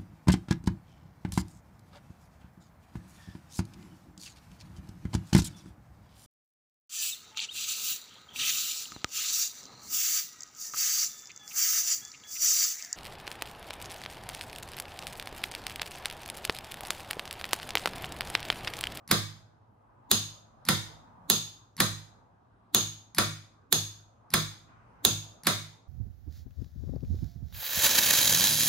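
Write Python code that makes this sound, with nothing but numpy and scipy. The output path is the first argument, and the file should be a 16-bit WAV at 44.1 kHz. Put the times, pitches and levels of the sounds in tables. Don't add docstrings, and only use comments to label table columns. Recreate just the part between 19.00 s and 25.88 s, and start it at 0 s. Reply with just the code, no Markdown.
import sys
import numpy as np
from scipy import signal
from scipy.fft import rfft, irfft
from scipy.io import wavfile
from scipy.ndimage import uniform_filter1d

SR = 44100
rng = np.random.default_rng(int(sys.argv[2]) if len(sys.argv) > 2 else 0)


def volts(x):
    e = np.asarray(x, float) / 20
    return 10 ** e


def to_wav(s):
    ch = np.atleast_2d(s).T
    pcm = np.round(np.clip(ch, -1, 1) * 32767)
    wavfile.write(sys.argv[1], SR, pcm.astype(np.int16))


N = 303408
SPAN = 8192
FFT_HZ = np.arange(SPAN // 2 + 1) * SR / SPAN

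# start_s [s], crack_peak_db [dB], left_right_db [dB], bench_peak_db [dB],
# seating_db [dB] (how much the case lands flat rather than on a corner)
PULL_BLOWS = [
    (1.113, -5, -1.5, -34.5, 2),
    (2.299, -6, -6.5, -36.5, 4),
    (3.746, -5.5, -2, -34.5, 1.5),
    (4.725, -5.5, -5.5, -38.5, -3),
    (6.049, -4, -5.5, -32.5, 0.5),
]
# start_s [s], crack_peak_db [dB], left_right_db [dB], bench_peak_db [dB], seating_db [dB]
RELEASE_BLOWS = [
    (0.112, -6, -5.5, -32, -0.05),
    (1.687, -6.5, -4, -33, 0.6),
    (2.802, -5.5, -1.8, -33.5, -0.2),
    (4.183, -6, -2, -33, -0.16),
    (5.338, -6.5, -5, -34, -0.6),
    (6.469, -7.5, -3.5, -35.5, -0.1),
]
# start_s [s], tick_peak_db [dB], early_slide_db [dB], late_slide_db [dB]
UNSTICKING = [
    (0.0762, -33.5, -43, -38.5),
    (1.6513, -32, -45, -39.5),
    (2.7662, -35, -37, -36.5),
    (4.147, -31, -54.5, -39.5),
    (5.303, -37.5, -50.5, -45),
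    (6.434, -34, -39, -38),
]
# frequency_hz [Hz], left_right_likeness [0 to 1
TRAFFIC_LIKENESS = [(60, 0.51), (240, 0.86), (950, -0.95), (3770, 0.01), (15000, 0.01)]


def at_hz(points, hz, column=1):
    rows = np.array(points)
    return np.interp(np.log(np.maximum(hz, 1)), np.log(rows[:, 0]), rows[:, column])


def rms_one(x):
    return x / np.sqrt(np.mean(x ** 2) + 1e-20)


def add(out, sound, s):
    i = round(s * SR)
    out[..., i:i + sound.shape[-1]] += sound[..., :N - i]


def coloured(x, db):
    cepstrum = irfft(db * np.log(10) / 20)
    cepstrum[1:SPAN // 2] *= 2
    cepstrum[SPAN // 2 + 1:] = 0
    return irfft(rfft(x, SPAN) * np.exp(rfft(cepstrum)))


def contacts(envelope, spread_db, even=0.61):
    size_db = spread_db * np.minimum(rng.exponential(1, SPAN), 4)
    hits = volts(size_db) * rng.standard_normal(SPAN)
    spectrum = rfft(hits * envelope)
    level = np.sqrt(uniform_filter1d(np.abs(spectrum) ** 2, size=40))
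    return irfft(spectrum / level ** even) * (envelope > 1e-4)


def ringing(hz, db, t60, swell):
    t = np.arange(3 * SPAN)[:, None] / SR
    phase = 2 * np.pi * rng.random(len(hz))
    rise = 1 - np.exp(-(t / swell) ** 2)
    modes = volts(db - 60 * t / t60) * rise * np.sin(2 * np.pi * hz * t + phase)
    return modes.sum(axis=1)


def band_pairs(length, lowest_hz):
    edges = lowest_hz * 2 ** np.arange(0, np.log2(19000 / lowest_hz), 1 / 3)
    white = rng.standard_normal((2, 2, length))
    for k, (low, high) in enumerate(zip(edges, edges[1:])):
        band = signal.butter(2, [low, high], "band", fs=SR, output="sos")
        yield np.sqrt(low * high), signal.sosfilt(band, white[k % 2])


def spread(pair, alike):
    alike = np.clip(alike, 0, 1)
    middle = np.sqrt(1 + alike) * pair[0]
    side = np.sqrt(1 - alike) * pair[1]
    return middle + side * [[1], [-1]]


def drift(rate):
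    points = rng.standard_normal(int(N / SR * rate) + 2)
    return np.interp(np.arange(N) / SR * rate, np.arange(len(points)), points)


def blows(table, column, crack, body, rise_s, fall_s, crack_db, scrape_db, scrape_s, knock_db, top_db):
    # frequency_hz [Hz], width_hz
    # [Hz], pull_rise_db [dB], release_rise_db [dB]
    case_modes = np.array([(1120, 280, 4, 5.5), (1390, 110, 6.5, 2.5), (1773, 120, 5, 4.5),
                           (2390, 690, 1.5, 5.5), (3390, 78, 4.5, 1.5), (3600, 140, 7.5, 3),
                           (4080, 240, 4, 1), (4990, 150, 5, 8), (6350, 80, 1, 5), (6540, 180, 7, 6.5),
                           (11800, 440, 4.5, 2), (13000, 540, -9.5, -12.5), (15100, 700, 5.5, 6),
                           (15450, 700, 2.5, 6.5)])
    direct, steel = np.zeros((2, N)), np.zeros(N)
    lead = 0.03
    t = np.arange(SPAN) / SR - lead
    resonances = 1 / (1 + (2 * (FFT_HZ[:, None] - case_modes[:, 0]) / case_modes[:, 1]) ** 2)
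    envelope = np.exp(np.where(t < 0, t / rise_s, -t / fall_s))
    envelope += volts(scrape_db) * np.exp(np.minimum(t, 0) / scrape_s) * (t < 0)
    tilt_db = at_hz([(1500, knock_db), (3000, 0), (7000, 0), (11000, top_db)], FFT_HZ)
    for s, peak_db, pan_db, *_ in table:
        ring_db = resonances @ (case_modes[:, column] + rng.normal(0, 1.5, len(case_modes)))
        crack_colour_db = at_hz(crack, FFT_HZ) + tilt_db + 0.7 * ring_db
        near = coloured(contacts(envelope, 3.0), crack_colour_db)
        other = coloured(contacts(envelope, 3.0), crack_colour_db)
        crack_pair = spread(np.array([near, other]), 0.78) / np.abs(near).max()
        pan = volts(np.array([[0.5], [-0.5]]) * pan_db)
        add(direct, pan * volts(peak_db + crack_db) * crack_pair, s + 0.0013 - lead)
        shock = contacts(envelope, 3.0, even=0.8)
        shock = shock / np.sqrt(np.sum(shock ** 2))
        case_ring = coloured(shock, at_hz(body, FFT_HZ) + tilt_db + ring_db)
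        add(steel, volts(12.5) * case_ring, s + 0.0012 - lead)
    return direct, steel


def pull_in():
    # frequency_hz [Hz], level_db [dB per Hz]
    crack = [(180, -49), (300, -20.5), (979, -22.5), (2980, -17), (3780, -2), (5480, -18.5), (6830, -6.5),
             (7690, -10.5), (9410, -18.5), (11700, -3), (14400, -17), (15600, -9), (17000, -44)]
    # frequency_hz [Hz], level_db [dB per Hz]
    body = [(240, -42.5), (400, -20), (831, -16.5), (1430, -18), (2020, -22.5), (3590, -1.5), (5140, -4.5),
            (5550, -10), (6590, 5), (7350, -9.5), (11900, -12.5), (13500, -22), (15500, -15),
            (16500, -33.5)]
    return blows(PULL_BLOWS, column=2, crack=crack, body=body, rise_s=0.00034, fall_s=0.0014, crack_db=1.55,
                 scrape_db=-26.5, scrape_s=0.004, knock_db=5, top_db=0.26)


def spring_back():
    # frequency_hz [Hz], level_db [dB per Hz]
    crack = [(180, -31.5), (300, -3), (698, -15.5), (1650, -5), (3040, -12), (3650, -5), (4950, -7),
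             (5970, -15), (8800, -11), (11700, -3), (14400, -16), (15900, -17), (17000, -57)]
    # frequency_hz [Hz], level_db [dB per Hz]
    body = [(240, -37), (400, -14.5), (600, -8), (831, -12.5), (1290, -6), (2840, -16), (3590, 1),
            (5460, -8.5), (6590, -5), (7350, -9.5), (11900, -11), (13300, -30), (15500, -16),
            (16500, -41.5)]
    return blows(RELEASE_BLOWS, column=3, crack=crack, body=body, rise_s=0.00086, fall_s=0.0031, crack_db=-2.0,
                 scrape_db=-22.0, scrape_s=0.0022, knock_db=1.47, top_db=-1.5)


def let_go():
    # frequency_hz [Hz], level_db [dB per Hz]
    tick_colour = [(530, -41.5), (900, -10), (1270, -16.5), (1950, -6), (2970, -20.5), (4970, -1),
                   (5760, -1.5), (6760, -11.5), (8970, -10), (11200, 0.5), (13100, -15), (15400, -17),
                   (17000, -33.5)]
    # frequency_hz [Hz], level_db [dB per Hz]
    slide_colour = [(530, -33), (900, 2.5), (3080, -5.5), (4400, 5), (6050, -20.5), (7100, -6), (9660, -19),
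                    (11900, -6), (13800, -25), (15400, -19.5), (17000, -63.5)]
    out, t = np.zeros(N), np.arange(SPAN) / SR
    snap = np.minimum(t / 0.0009, 1) ** 2 * np.exp(-t / 0.0019)
    for s, peak_db, early_db, late_db in UNSTICKING:
        tick = coloured(contacts(snap, 1.9), at_hz(tick_colour, FFT_HZ))
        early = volts(early_db) * np.exp(-((t - 0.0145) / 0.0024) ** 2)
        late = volts(late_db) * np.exp(-((t - 0.0245) / 0.005) ** 2)
        stroke = early + late
        slide = coloured(contacts(stroke, 3.5, even=0.4), at_hz(slide_colour, FFT_HZ))
        add(out, volts(peak_db + 1.5) * tick / np.abs(tick).max(), s)
        add(out, volts(4.5) * stroke.max() * slide / np.abs(slide).max(), s)
    return out


def bench(table, shares_db, column, thud_db):
    # frequency_hz [Hz], pull_db [dB], release_db [dB], t60_s [s], swell_s [s]
    bench_modes = np.array([(32.8, -19, -15, 0.1, 0.0049), (57, -20.5, -23, 0.7, .03),
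                            (76.5, -9, -8, 0.1, 0.0033), (96.7, -9.5, -10, 0.25, 0.035),
                            (104.1, -2.5, -2, 0.58, 0.05), (120, -11.5, -10.5, 0.48, 0.013),
                            (153.6, -11.5, -7.5, 0.48, 0.016), (157.6, -7, -6, 0.48, 0.011),
                            (197.3, -7, -3, .25, 0.0067), (225, -7.5, -7, .25, .006),
                            (278.7, -12, -12, 0.23, 0.011), (320, -17, -16, 0.49, 0.011),
                            (355, -14, -9.5, 0.26, 0.0032), (384, 0, -9.5, 0.069, 0.0036)])
    # share [dB per dB] of deep, middle, upper
    seating_shares = np.array([-0.81, 1, -0.4])
    out = np.zeros((2, N))
    hz, t60, swell, level_db = bench_modes[:, [0, 3, 4, column]].T
    for s, _, _, peak_db, seating_db in table:
        deep_db, middle_db, upper_db = shares_db + seating_db * seating_shares
        share_db = deep_db * (hz < 135) + middle_db * (hz > 185) * (hz < 250) + upper_db * (hz > 250)
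        thud, sway = (ringing(hz, level_db + share_db + rng.normal(0, 1.5, len(hz)), t60, swell)
                      for _ in range(2))
        pair = spread(np.array([thud, sway]), 0.85) * volts([[-1.2], [1.2]])
        add(out, volts(peak_db + thud_db) * pair, s + 0.0008)
    return out


def nudge():
    out, t = np.zeros(N), np.arange(SPAN) / SR
    sway = np.interp(t, [0.01, 0.024, 0.036, 0.042], [0.065, 0.14, 1.0, 0.096])
    tones = np.sin(2 * np.pi * 165 * t) + 0.5 * np.sin(2 * np.pi * 235 * t)
    for s, _, _, late_db in UNSTICKING:
        add(out, volts(0.37 * late_db - 18.0) * sway * tones, s)
    before = np.arange(-0.03, 0, 1 / SR)
    rock = volts(-37) * np.exp(before / 0.0065) * np.sin(2 * np.pi * 290 * before)
    for s, *_ in PULL_BLOWS:
        add(out, rock, s + before[0])
    return out


def room(x, wet_db):
    # frequency_hz [Hz], t60_s [s], level_db [dB], left_right_likeness [0 to 1]
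    decay = [(150, 1, 7, 0.98), (395, 0.27, 6.5, 0.3), (1000, 0.33, -1.5, 0.26), (2160, 0.47, -2, 0.12),
             (3670, 0.44, -3.5, 0.06), (7004, 0.45, -6.5, .02), (9720, 0.34, -2, 0.022),
             (12000, 0.38, -4.5, .02), (16500, 0.3, -1, .02)]
    t, echo = np.arange(SR) / SR, 0
    for hz, pair in band_pairs(SR, lowest_hz=120):
        level_db = at_hz(decay, hz, column=2) - 60 * t / at_hz(decay, hz)
        echo = echo + spread(pair, at_hz(decay, hz, column=3)) * volts(level_db)
    echo = echo * np.clip((t - 0.003) / 0.0022, 0, 1)
    echo /= np.sqrt(np.sum(echo ** 2) / 2)
    return volts(wet_db) * signal.fftconvolve(x[None], echo, axes=1)[:, :N]


def road():
    # frequency_hz [Hz], level_db [dB per Hz]
    colour = [(20, -32.5), (32, -27), (50, -10.5), (75, -17.5), (108, -6.5), (140, -14.5), (230, -15),
              (320, -20), (450, -21), (620, -18.5), (970, -15), (1400, -23), (1940, -41.5), (12000, -60)]
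    # centre_s [s], rise_db [dB], half_length_s [s]
    passes = [
        (0.25, 4, 0.2),
        (1.2, 6.5, 0.16),
        (1.9, 8, 0.36),
        (2.35, 6, 0.14),
        (3.05, 3.5, 0.2),
        (4.9, 3.5, 0.069),
        (6.0, 6, 0.55),
    ]
    t, noise = np.arange(N) / SR, 0
    for hz, pair in band_pairs(N, lowest_hz=20):
        waver_db = 2.8 * drift(11) + 1.1 * drift(3)
        noise = noise + spread(pair, at_hz(TRAFFIC_LIKENESS, hz)) * volts(at_hz(colour, hz) + waver_db)
    level_db = -65.5 + sum(db * np.exp(-((t - s) / half_s) ** 2) for s, db, half_s in passes)
    return volts(level_db + 2.5) * rms_one(noise)


def swish():
    # frequency_hz [Hz], level_db [dB per Hz]
    tyres = [(400, -32), (800, -5), (1250, 6), (1900, -9), (2700, -7), (3400, -30), (12000, -82)]
    start_s, level_db, attack_s, fade_db_per_s = 5.665, -62, 0.03, 22
    noise = 0
    for hz, pair in band_pairs(N, lowest_hz=20):
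        if 300 < hz < 4000:
            noise = noise + spread(pair, at_hz(TRAFFIC_LIKENESS, hz)) * volts(at_hz(tyres, hz))
    noise = signal.sosfilt(signal.butter(8, 3000, fs=SR, output="sos"), noise)
    since = np.maximum(np.arange(N) / SR - start_s, 0)
    passing = np.minimum(since / attack_s, 1) * volts(level_db - fade_db_per_s * since)
    return passing * rms_one(noise)


def motor_hum():
    # frequency_hz [Hz], width_hz [Hz], level_db [dB]
    hum = [(104, 15, -69)]
    out = np.zeros(N)
    for hz, width_hz, db in hum:
        r = np.exp(-np.pi * width_hz / SR)
        poles = [1, -2 * r * np.cos(2 * np.pi * hz / SR), r * r]
        out += volts(db) * rms_one(signal.lfilter([1, 0, -1], poles, rng.standard_normal(N)))
    return out


def scene():
    pull, pull_steel = pull_in()
    back, back_steel = spring_back()
    ticks = let_go()
    thuds = bench(PULL_BLOWS, [-0.5, 2, 1.5], column=1, thud_db=5.5)
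    thuds = thuds + bench(RELEASE_BLOWS, [-2.7, -0.45, -1.4], column=2, thud_db=7.0)
    echo = room(pull_steel + back_steel + volts(-5.5) * ticks, wet_db=3.5)
    return pull + back + ticks + thuds + nudge() + echo + road() + swish() + motor_hum()


def low_pass(x):
    return signal.sosfilt(signal.butter(12, 17150, fs=SR, output="sos"), x)


def record(dry):
    late = np.array([dry[0], np.roll(dry[1], 1)])
    soft = 0.7 * np.tanh(late / 0.7)
    mix = signal.sosfilt(signal.cheby2(10, 60, 17350, fs=SR, output="sos"), soft)
    return low_pass(mix)


dry = scene()
out = record(dry)
to_wav(out)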